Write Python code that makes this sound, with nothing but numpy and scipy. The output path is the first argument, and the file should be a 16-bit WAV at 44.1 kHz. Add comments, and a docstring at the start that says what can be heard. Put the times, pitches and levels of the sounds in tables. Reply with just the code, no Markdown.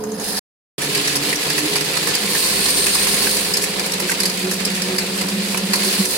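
"""Finished nails clash down the chute of a thread rolling machine and ring in an enamel bowl.
Behind them more nails grind between the dies, and a vibrating feeder rattles a heap at mains rate.
Gear whine and the drone of the sheet-steel cabinet make the bed, in a dry-sounding workshop.
A short burst at speed cuts to silence; then the machine is back, labouring, and works up to speed."""
import sys
import numpy as np
from scipy import signal
from scipy.fft import rfft, irfft
from scipy.io import wavfile
from scipy.ndimage import uniform_filter1d

SR = 44100
rng = np.random.default_rng(int(sys.argv[2]) if len(sys.argv) > 2 else 0)


def transcribe(u):
    """Save the signal u as a 16-bit wav file named by the first command-line argument.

    u: samples, shape (n,) or (channels, n), limited to [-1, 1]; the rate is SR.
    q: integer samples, one column per channel.
    """
    v = np.clip(np.atleast_2d(u).T, -1, 1)
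    q = np.round(v * 32767).astype(np.int16)
    wavfile.write(sys.argv[1], SR, q)


N = 272097
TIME = np.arange(N) / SR
MAINS_HZ = 49.6
SLOW_SHAFT_HZ = 47.33

# stretches in which the machine is heard: (start [s], end [s])
AUDIBLE_SPANS = [(-.1, .393), (.781, 6.3)]
# runs of the feeder: (start [s], end [s], rattle [dB], magnet hum [dB])
FEEDER_RUNS = [(0.161, .5, -24, -75), (2.215, 3.317, -19.5, -49), (5.723, 6.3, -21, -67.5)]
# bright ring of a struck nail: (frequency [Hz], level [dB])
NAIL_SPECTRUM = [(1500, -34), (3200, -21.5), (4300, -8), (5000, -5.5), (5700, -4.5), (6700, -7.5),
                 (8000, -4.5), (9400, -7.5), (10800, -2), (12400, -11.5), (16000, -22)]


def amp(db):
    """Decibels to amplitude."""
    return 10 ** (np.asarray(db) / 20)


def unit(x):
    """Scales to rms 1."""
    return x / np.sqrt(np.mean(x ** 2) + 1e-20)


def bump(offset, width):
    """A smooth bump of height 1 around zero."""
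    return np.exp(-(2 * offset / width) ** 2)


def envelope(points):
    """Joins (time, value) points, sample by sample."""
    return np.interp(TIME, *np.transpose(points))


def value_at(points, hz):
    """Reads (frequency, value) points on a logarithmic frequency axis."""
    f, value = np.transpose(points)
    return np.interp(np.log(hz + 1), np.log(f), value)


def colour(x, spectrum):
    """Minimum-phase EQ of unit energy with the given spectrum."""
    size = 4096
    log_gain = np.log(amp(value_at(spectrum, abs(np.fft.fftfreq(size, 1 / SR)))))
    taps = np.fft.ifft(np.exp(np.conj(signal.hilbert(log_gain)))).real[:size // 2]
    return signal.oaconvolve(x, taps[None] / np.linalg.norm(taps), axes=1)[:, :N]


def resonate(x, modes):
    """Steep-sided resonances at rms 1; each mode's level sets its share of the power."""
    hz = np.fft.rfftfreq(N, 1 / SR)
    gain = sum(amp(db) / np.sqrt(width) / (1 + 1j * (hz - f) / width) ** 2 for f, width, db in modes)
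    return unit(irfft(rfft(x) * gain, N))


def wander(rate_hz):
    """Smooth random motion of rms 1, rolling off above rate_hz."""
    steps = rng.standard_normal(4096)
    hz = np.fft.rfftfreq(len(steps), TIME[-1] / len(steps))
    slow = irfft(rfft(steps) * np.exp(-(hz / rate_hz) ** 2))
    return unit(np.interp(TIME, np.linspace(0, TIME[-1], len(slow)), slow))


def tone(hz, level_db, flutter_db, drift):
    """A sine wavering quickly in pitch and level; level_db is rms."""
    phase = 2 * np.pi * np.cumsum(hz * (1 + drift * wander(23.6))) / SR
    flutter = unit(amp(flutter_db * wander(36)))
    return np.sqrt(2) * amp(level_db) * flutter * np.sin(phase)


def clatter(per_s, spread_db, t60):
    """Tiny random impacts of uneven size, each setting dense steel modes ringing; rms 1."""
    impacts = amp(spread_db * np.minimum(rng.exponential(1, N), 4)) * (rng.random(N) < per_s / SR)
    energy = signal.lfilter([1], [1, -amp(-120 / (t60 * SR))], impacts ** 2)
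    return unit(np.sqrt(energy) * rng.standard_normal((2, N)))


def mottle(x, depth_db):
    """Every nail lies differently and favours other modes: brief, narrow patches of ring."""
    bands = signal.stft(x, SR, nperseg=512)[2]
    patches = uniform_filter1d(rng.standard_normal(bands.shape[1:]), size=3, axis=0)
    patches = uniform_filter1d(patches, size=6, axis=1)
    gain = unit(amp(depth_db * unit(patches)))
    return signal.istft(bands * gain, SR, nperseg=512)[1][:, :N]


def lulls():
    """The grinding lets up briefly: dips in dB."""
    # centre and depth of each dip: (time [s], level [dB])
    dips = [(1.19, -4), (1.37, -4.5), (1.82, -3), (6.081, -7)]
    return sum(db * bump(TIME - s, 0.057) for s, db in dips)


def load():
    """Load on the dies, as the level of the grinding in dB."""
    # grinding envelope: (time [s], level [dB])
    grinding = [(0, -46), (.16, -43.5), (.21, -34), (.39, -31.5), (.8, -26), (1.0, -21.5), (2.3, -22.5),
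                (2.7, -21.5), (3.15, -22), (3.65, -25.5), (5.65, -26.5), (5.9, -22), (6.17, -25.5)]
    return envelope(grinding) + lulls()


def feeding(start, end):
    """Envelope of a feeder run, 0 to 1: it builds up, holds and dies away."""
    rise_s, fall_s = 0.115, 0.33
    return np.clip(np.minimum((TIME - start) / rise_s, 1 - (TIME - end) / fall_s), 0, 1)


def shaft_speed():
    """Turns per second of the drive shaft: steady before the silence, running up from slow after it."""
    opening_hz, fast_hz = 71.6, 62.36
    run_up_at_s, run_up_s = 1.1, 1.68
    progress = 1 - np.exp(-(np.maximum(TIME - run_up_at_s, 0) / run_up_s) ** 1.3)
    rising_hz = SLOW_SHAFT_HZ + (fast_hz - SLOW_SHAFT_HZ) * progress
    return np.where(TIME < AUDIBLE_SPANS[1][0], opening_hz, rising_hz)


def strain(hz):
    """Swell of a tone in dB: a throb each turn of the die wheel, and flares of nearby resonances."""
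    # a resonance flares up or chokes: (time [s], length [s], pitch [Hz], gain [dB])
    flares = [(0.088, 0.27, 214, 12), (0.06, 0.25, 432, 12), (1.3, 0.092, 194, 20), (1.228, 0.18, 288, 3.5),
              (1.653, 0.1, 304, 17.5), (2.258, 0.12, 202, 14.5), (2.68, 0.34, 392, 6),
              (4.046, 0.07, 364, 10.5), (4.23, 0.083, 366, 6.5), (4.477, 0.099, 366, 12),
              (4.75, 0.54, 196, 5), (4.936, 0.24, 370, 6.5), (5.337, 0.46, 198, 7.5),
              (5.702, 0.058, 209, 15.5), (5.923, 0.3, 374, 6), (6.001, 0.047, 196, 13.5),
              (6.128, 0.12, 181.4, -22.5)]
    gear_ratio, throb_peak_s, throb_db, flare_width_hz = 14, 4.48, 2, 36
    wheel_turns = np.cumsum(shaft_speed()) / SR / gear_ratio
    throb = np.cos(2 * np.pi * (wheel_turns - np.interp(throb_peak_s, TIME, wheel_turns)))
    t, pitch = TIME[::100], np.broadcast_to(hz, N)[::100]
    flare_db = sum(db * bump(t - s, length) * bump(pitch - f, flare_width_hz)
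                   for s, length, f, db in flares)
    return throb_db * throb + np.interp(TIME, t, flare_db)


def workshop(x):
    """The room's short, diffuse tail, longest in the bass."""
    # reverb decay: (frequency [Hz], t60 [s])
    decay_times = [(200, 0.24), (2000, 0.042), (6000, 0.16), (16000, 0.031)]
    hz, t, bands = signal.stft(rng.standard_normal((2, SR // 2)), SR, nperseg=256)
    decay = amp(-60 * t / value_at(decay_times, hz)[:, None]) * (t > .008)
    tail = signal.istft(bands * decay, SR, nperseg=256)[1]
    return signal.fftconvolve(x, tail / np.linalg.norm(tail[0]), axes=1)[:, :N]


def magnet():
    """The feeder's magnet hums at mains rate and its octave, louder while it feeds."""
    idle_db, lag_s = -61, 0.19
    level = amp(idle_db) + sum(amp(db) * feeding(start + lag_s, end) for start, end, _, db in FEEDER_RUNS)
    phase = 2 * np.pi * MAINS_HZ * TIME
    return np.sqrt(2) * level * (np.sin(phase) + amp(-1.5) * np.sin(2 * phase))


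def cabinet():
    """The frame rumbles and its sheet-steel panels drone; the big one beats against the gears."""
    # panel modes: (frequency [Hz], width [Hz], level [dB])
    panel_modes = [(284.8, 4.4, -2), (198, 48, 3), (519.5, 38, 3.5), (716, 54, 0), (939, 86, -1.5)]
    # frame rumble: (frequency [Hz], level [dB])
    rumble_spectrum = [(20, -34), (45, -19), (75, -10.5), (120, -22), (160, -2), (250, -2.5), (340, -0.5),
                       (450, 1.5), (560, -6.5), (1000, -5), (1500, -5.5), (3000, -58)]
    big_panel_hz, load_db = 201.8, load()
    # the drone grows under load and as the lowest gear tone nears its pitch
    apart_hz = abs(3 * shaft_speed() - big_panel_hz)
    drone_db = -7.5 - 0.5 * apart_hz + 0.77 * load_db + strain(big_panel_hz)
    drone = tone(big_panel_hz, drone_db, flutter_db=2.5, drift=0.00717)
    panels = amp(-34) * resonate(rng.standard_normal((2, N)), panel_modes)
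    rumble = amp(-24.5 + 0.37 * load_db) * colour(rng.standard_normal((2, N)), rumble_spectrum)
    return drone + (panels + rumble) * amp(1.5 * wander(28))


def housing(hz):
    """Level in dB at which the gear housing radiates a tone of this pitch."""
    # housing resonances: (frequency [Hz], width [Hz], level [dB])
    housing_modes = [(151, 15, -34.5), (184, 6.1, -31), (219, 14, -43), (287, 27, -32), (370.6, 9.8, -35.5),
                     (408, 25.7, -33), (486, 110, -44.5)]
    cutoff_hz = 576
    power = sum(amp(db) ** 2 / (1 + (2 * (hz - f) / width) ** 2) for f, width, db in housing_modes)
    return 10 * np.log10(power / (1 + (hz / cutoff_hz) ** 20))


def gears():
    """Gear tones climb through the housing's resonances; at low speed they weaken, waver and judder."""
    # shaft harmonics, from the third upwards: (level [dB])
    harmonic_levels = [-1, -19, -15.5, -1.5, -2.5, 0.5, 4.5, -19.5]
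    # modes of the juddering frame: (frequency [Hz], width [Hz], level [dB])
    judder_modes = [(148.5, 14, 1.5), (211, 16, -7.5), (254, 28, -2), (296, 9.5, -1), (411.7, 17, 3),
                    (490, 17, -3)]
    shaft_hz, smooth_hz = shaft_speed(), 57.27
    labour = np.clip((smooth_hz - shaft_hz) / (smooth_hz - SLOW_SHAFT_HZ), 0, 1)
    whine = np.zeros(N)
    for harmonic, db in enumerate(harmonic_levels, 3):
        hz = harmonic * shaft_hz
        level_db = db - 3 * labour + housing(hz) + strain(hz)
        whine += tone(hz, level_db, flutter_db=3, drift=0.00735 + 0.0163 * labour)
    judder = amp(-35) * np.sqrt(labour) * resonate(rng.standard_normal(N), judder_modes)
    return whine + judder


def bowl():
    """Sliding nails set the enamel bowl ringing, heard close up in the opening burst."""
    # modes of the bowl and its heap: (frequency [Hz], width [Hz], level [dB])
    bowl_modes = [(779, 61, -4), (1740, 190, -2.5), (4300, 130, -9.5), (5070, 110, 0.5), (6340, 310, -4.5),
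                  (8950, 470, -10.5), (10430, 500, 0.5), (14150, 100, -12.5)]
    # envelope of the ring: (time [s], level [dB])
    ring_levels = [(0, -43.5), (.19, -37), (.215, -30.5), (.39, -28.5), (.7, -70)]
    sliding = clatter(per_s=410, spread_db=-3.5, t60=0.02)
    return amp(envelope(ring_levels)) * resonate(sliding, bowl_modes)


def feeder():
    """The heap of nails is tossed once each mains cycle and chatters as it lands on the track."""
    # nail chatter: (frequency [Hz], level [dB])
    chatter_spectrum = [(1500, -50), (3200, -7.5), (4300, 3), (4950, 2), (5500, -2.5), (7200, -5),
                        (8500, -0.5), (10800, 0), (12000, -6), (13500, -7), (15700, -9)]
    # modes of the track: (frequency [Hz], width [Hz], level [dB])
    track_modes = [(1070, 60, -5), (4425, 55, 3), (8918, 60, -2), (9200, 130, -3), (14270, 120, -13)]
    jostle_db = load() - 3.5  # between runs the nails only jostle
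    boost_db = sum((db - jostle_db) * feeding(start, end) for start, end, db, _ in FEEDER_RUNS)
    level_db = jostle_db + boost_db + .5 * lulls()
    toss_db = .7 * np.sin(2 * np.pi * MAINS_HZ * TIME)
    chatter = clatter(per_s=3700, spread_db=5.5, t60=0.13) * amp(toss_db)
    # the track sings out more, the harder it is driven
    singing = amp(-8 + 1.1 * (level_db + 17)) * resonate(chatter, track_modes)
    # one high mode swells and fades during the middle run
    swell = amp(-27) * bump(TIME - 2.85, .55) * resonate(chatter, [(8950, 380, 0)])
    whistle = amp(-53 + 5 * wander(9)) * resonate(rng.standard_normal((2, N)), [(14170, 130, 0)])
    return amp(level_db) * (colour(chatter, chatter_spectrum) + singing) + swell + whistle


def dies():
    """Nails are squeezed and rolled between the dies: a coarse, uneven grind with a faint steel ring."""
    # grinding: (frequency [Hz], level [dB])
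    grind_spectrum = [(300, -24.5), (600, -3.5), (1000, -13), (1400, -7), (1750, 3), (2600, 5), (3200, 2),
                      (4800, 3.5), (5500, -5.5), (8000, -3), (16000, -38)]
    # modes of the dies: (frequency [Hz], width [Hz], level [dB])
    die_modes = [(1062, 15, -2), (1387, 12, -4), (1760, 45, -1), (2952, 18, -3)]
    grit = clatter(per_s=1700, spread_db=-2, t60=0.033)
    level = amp(load() - 0.24 + 0.82 * wander(16))
    return level * (colour(grit, grind_spectrum) + amp(-20) * resonate(grit, die_modes))


def skids():
    """A nail skids over the heap in the bowl: a short, bright burst of tiny contacts."""
    # skids: (middle [s], length [s], level [dB])
    slides = [(.84, 0.052, -25.5), (3.628, 0.041, -23), (4.1, .04, -22.5), (4.375, .07, -27.5),
              (4.527, .05, -23.5), (4.76, .035, -26), (5.19, 0.055, -27.5), (5.506, 0.14, -30)]
    level = sum(amp(db) * bump(TIME - s, length) for s, length, db in slides)
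    return level * colour(clatter(per_s=260, spread_db=2, t60=0.022), NAIL_SPECTRUM)


def falling_nails():
    """The hit list: loud accents, and a patter of lighter nails whose level follows the grinding."""
    # hits on chute and bowl: (time [s], ring [dB], clank [dB], knock [dB], pitch of the spot [Hz])
    loud_hits = [(0.0375, -30, -41, -38, 6400), (0.1180, -30.5, -50, -40, 6450),
                 (0.1975, -28.5, -42.5, -44, 6440), (0.8174, -22.5, -21.5, -47, 1780),
                 (0.9488, -17, -22.5, -47, 4630), (0.9744, -23, -39, -46, 4900),
                 (1.0749, -18.5, -23, -41, 5650), (1.1548, -17.5, -38, -49, 5400),
                 (1.1634, -18, -42, -51, 5000), (1.3275, -22, -19, -50, 1930),
                 (1.3564, -21, -37, -52, 5850), (1.5007, -18.5, -22, -35, 4940),
                 (1.5786, -19.5, -20.5, -37, 4900), (1.587, -19.5, -29, -46, 1770),
                 (1.7548, -18, -21, -28, 4760), (1.7631, -21, -28, -38, 4530),
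                 (1.8079, -21, -25, -39, 5000), (1.9688, -18, -24, -25, 4240),
                 (2.0712, -19.5, -25, -26, 1830), (2.0863, -19.5, -27, -33, 4950),
                 (2.1492, -16, -28, -41, 4670), (2.3483, -21, -21, -31, 1760),
                 (2.6571, -19, -32, -31.5, 4220), (2.6856, -18.5, -22, -30, 5000),
                 (2.8649, -17, -20, -32, 2640), (2.9507, -16.5, -26, -27, 4800),
                 (3.0687, -19, -22.5, -24.5, 2660), (3.1412, -18.5, -30, -41, 9680),
                 (3.2691, -24, -18, -31, 1660), (3.3671, -20, -36, -35, 7810),
                 (3.5366, -16, -32, -44, 5000), (3.5688, -15.5, -36, -47, 4570),
                 (3.6379, -18, -23, -54, 2120), (3.7951, -19.5, -27, -34, 4650),
                 (3.8602, -22, -26, -29, 2460), (3.9184, -20.5, -37.5, -48, 5600),
                 (3.9362, -20.5, -30, -43.5, 4200), (3.9991, -19.5, -28, -32.5, 1890),
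                 (4.0949, -21.5, -19.5, -38, 1610), (4.1156, -19, -20, -28.5, 2040),
                 (4.2008, -15.5, -25, -49, 4820), (4.2317, -18, -28, -48, 4200),
                 (4.2545, -15.5, -27, -47, 4740), (4.2961, -21, -34, -46, 4760),
                 (4.5121, -22, -25, -44, 1800), (4.6019, -24, -30, -44, 4330),
                 (4.6501, -16.5, -45, -36, 5130), (4.8188, -19, -29, -43, 5000),
                 (4.9616, -25, -32, -43, 4600), (4.9823, -16.5, -23, -38, 4760),
                 (5.2108, -21.5, -29, -29.5, 4700), (5.2844, -22, -29, -33, 4660),
                 (5.5441, -24, -23, -24.5, 2440), (5.5731, -19.5, -25, -32, 2820),
                 (5.7331, -14, -19.5, -24, 4520), (5.7567, -19, -39, -41, 4380),
                 (6.0526, -19.5, -25, -48, 2050)]
    light_per_s, spread_db, top_hz = 30, 10, 4980
    jitter, softness, spot = rng.random((int(TIME[-1] * light_per_s), 3)).T
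    times = (np.arange(len(jitter)) + jitter) / light_per_s
    level_db = np.interp(times, TIME, load()) - spread_db * softness
    pitch_hz = top_hz * 2 ** (-1.5 * spot ** 3)
    light_hits = zip(times, level_db - 3, level_db - 7.5, level_db - 14, pitch_hz)
    return [*loud_hits, *light_hits]


def strikes():
    """A nail hits and skitters; the spot rings at its pitch, and the chute clanks and knocks under it."""
    # midrange clank of the chute: (frequency [Hz], level [dB])
    clank_spectrum = [(600, -20.5), (1300, -8.5), (1750, 10), (2100, 5), (2600, 6.5), (3300, -8.5),
                      (6000, -19.5)]
    # low knock of the chute: (frequency [Hz], level [dB])
    knock_spectrum = [(300, -21), (700, -3), (980, 3.5), (1300, -0.5), (2000, -19.5), (5000, -34.5)]
    attack_s, skitter_t60, after_ring_t60, chute_t60 = 0.0007, 0.036, 0.13, 0.05
    t = np.arange(SR // 10) / SR
    attack = np.minimum(t / attack_s, 1)
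    after_ring = amp(-24 - 60 * t / after_ring_t60)
    layers = np.zeros((4, 2, N + len(t)))
    rings, clanks, knocks, notes = layers
    for s, ring_db, clank_db, knock_db, pitch_hz in falling_nails():
        at = slice(round(s * SR), round(s * SR) + len(t))
        weight_db = ring_db + 23.5
        hold_s = .0042 * amp(.5 * weight_db)  # light nails only tick, heavy ones skitter for longer
        release_s = np.maximum(t - hold_s, 0)
        nail_shape = attack * (amp(-60 * release_s / skitter_t60) + after_ring)
        chute_shape = attack * amp(-60 * release_s / chute_t60)
        ring = amp(ring_db + 0.6) * nail_shape
        clank = amp(clank_db + 0.74) * chute_shape
        # a share of the power feeds one note: the nail's or bowl's if high, the chute's if low
        if pitch_hz > 3000:
            nail_share, chute_share = min(.42 + .03 * max(-weight_db, 0), .85), 0  # softer rings purer
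        else:
            nail_share, chute_share = 0, .45
        scrape, clash, thud, grain = rng.standard_normal((4, 2, len(t)))
        band = signal.butter(2, [pitch_hz / 1.06, pitch_hz * 1.06], "bandpass", fs=SR)
        note = unit(signal.lfilter(*band, grain)[:, ::-1])  # reversed, so it starts at full strength
        rings[:, at] += np.sqrt(1 - nail_share) * ring * scrape
        clanks[:, at] += np.sqrt(1 - chute_share) * clank * clash
        knocks[:, at] += amp(knock_db + 1.6) * chute_shape * thud
        notes[:, at] += (np.sqrt(nail_share) * ring + np.sqrt(chute_share) * clank) * note
    rings, clanks, knocks, notes = layers[:, :, :N]
    chute = colour(clanks, clank_spectrum) + colour(knocks, knock_spectrum)
    return colour(rings, NAIL_SPECTRUM) + chute + notes


def scene():
    """The stereo mix: narrow in the bass, wide in the treble, with gears and hum in the centre."""
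    # likeness of left and right: (frequency [Hz], correlation [0-1])
    likeness = [(30, 0.88), (190, 0.9), (350, 0.91), (550, 0.14), (900, 0.39), (2000, 0), (16000, 0.03)]
    hits = strikes() + skids()
    rattle = mottle(dies() + feeder() + bowl(), depth_db=1)
    left, unrelated = rfft(rattle + cabinet() + hits + amp(-10) * workshop(hits))
    correlation = value_at(likeness, np.fft.rfftfreq(N, 1 / SR))
    right = correlation * left + np.sqrt(1 - correlation ** 2) * unrelated
    return irfft(np.array([left, right]), N) + gears() + magnet()


def record(dry):
    """Colours each side, rounds off the peaks, cuts in the silence and trims the top end."""
    # stereo balance: (frequency [Hz], left minus right [dB])
    balance = [(100, -2.5), (200, 0), (380, -4.5), (700, 1), (1100, 1), (1750, -6), (3200, 0), (4800, -1),
               (5500, 3.5), (7400, -3.5), (9000, 2.5), (9900, -11), (11000, -14), (14000, -3.5),
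               (16000, -15.5)]
    ceiling, cutoff_hz = .85, 15900
    tilt_db = value_at(balance, np.fft.rfftfreq(N, 1 / SR))
    sides = amp(np.array([tilt_db, -tilt_db]) / 2)
    coloured = irfft(rfft(dry) * sides / np.sqrt((sides ** 2).mean(0)), N)
    rounded = coloured / (1 + (coloured / ceiling) ** 6) ** (1 / 6)
    gate = sum((TIME > start) & (TIME < end) for start, end in AUDIBLE_SPANS).astype(float)
    low_pass = signal.firwin(511, cutoff_hz, window=("kaiser", 9), fs=SR)
    return signal.oaconvolve(rounded * uniform_filter1d(gate, size=60), low_pass[None], "same")


dry = scene()
out = record(dry)
transcribe(out)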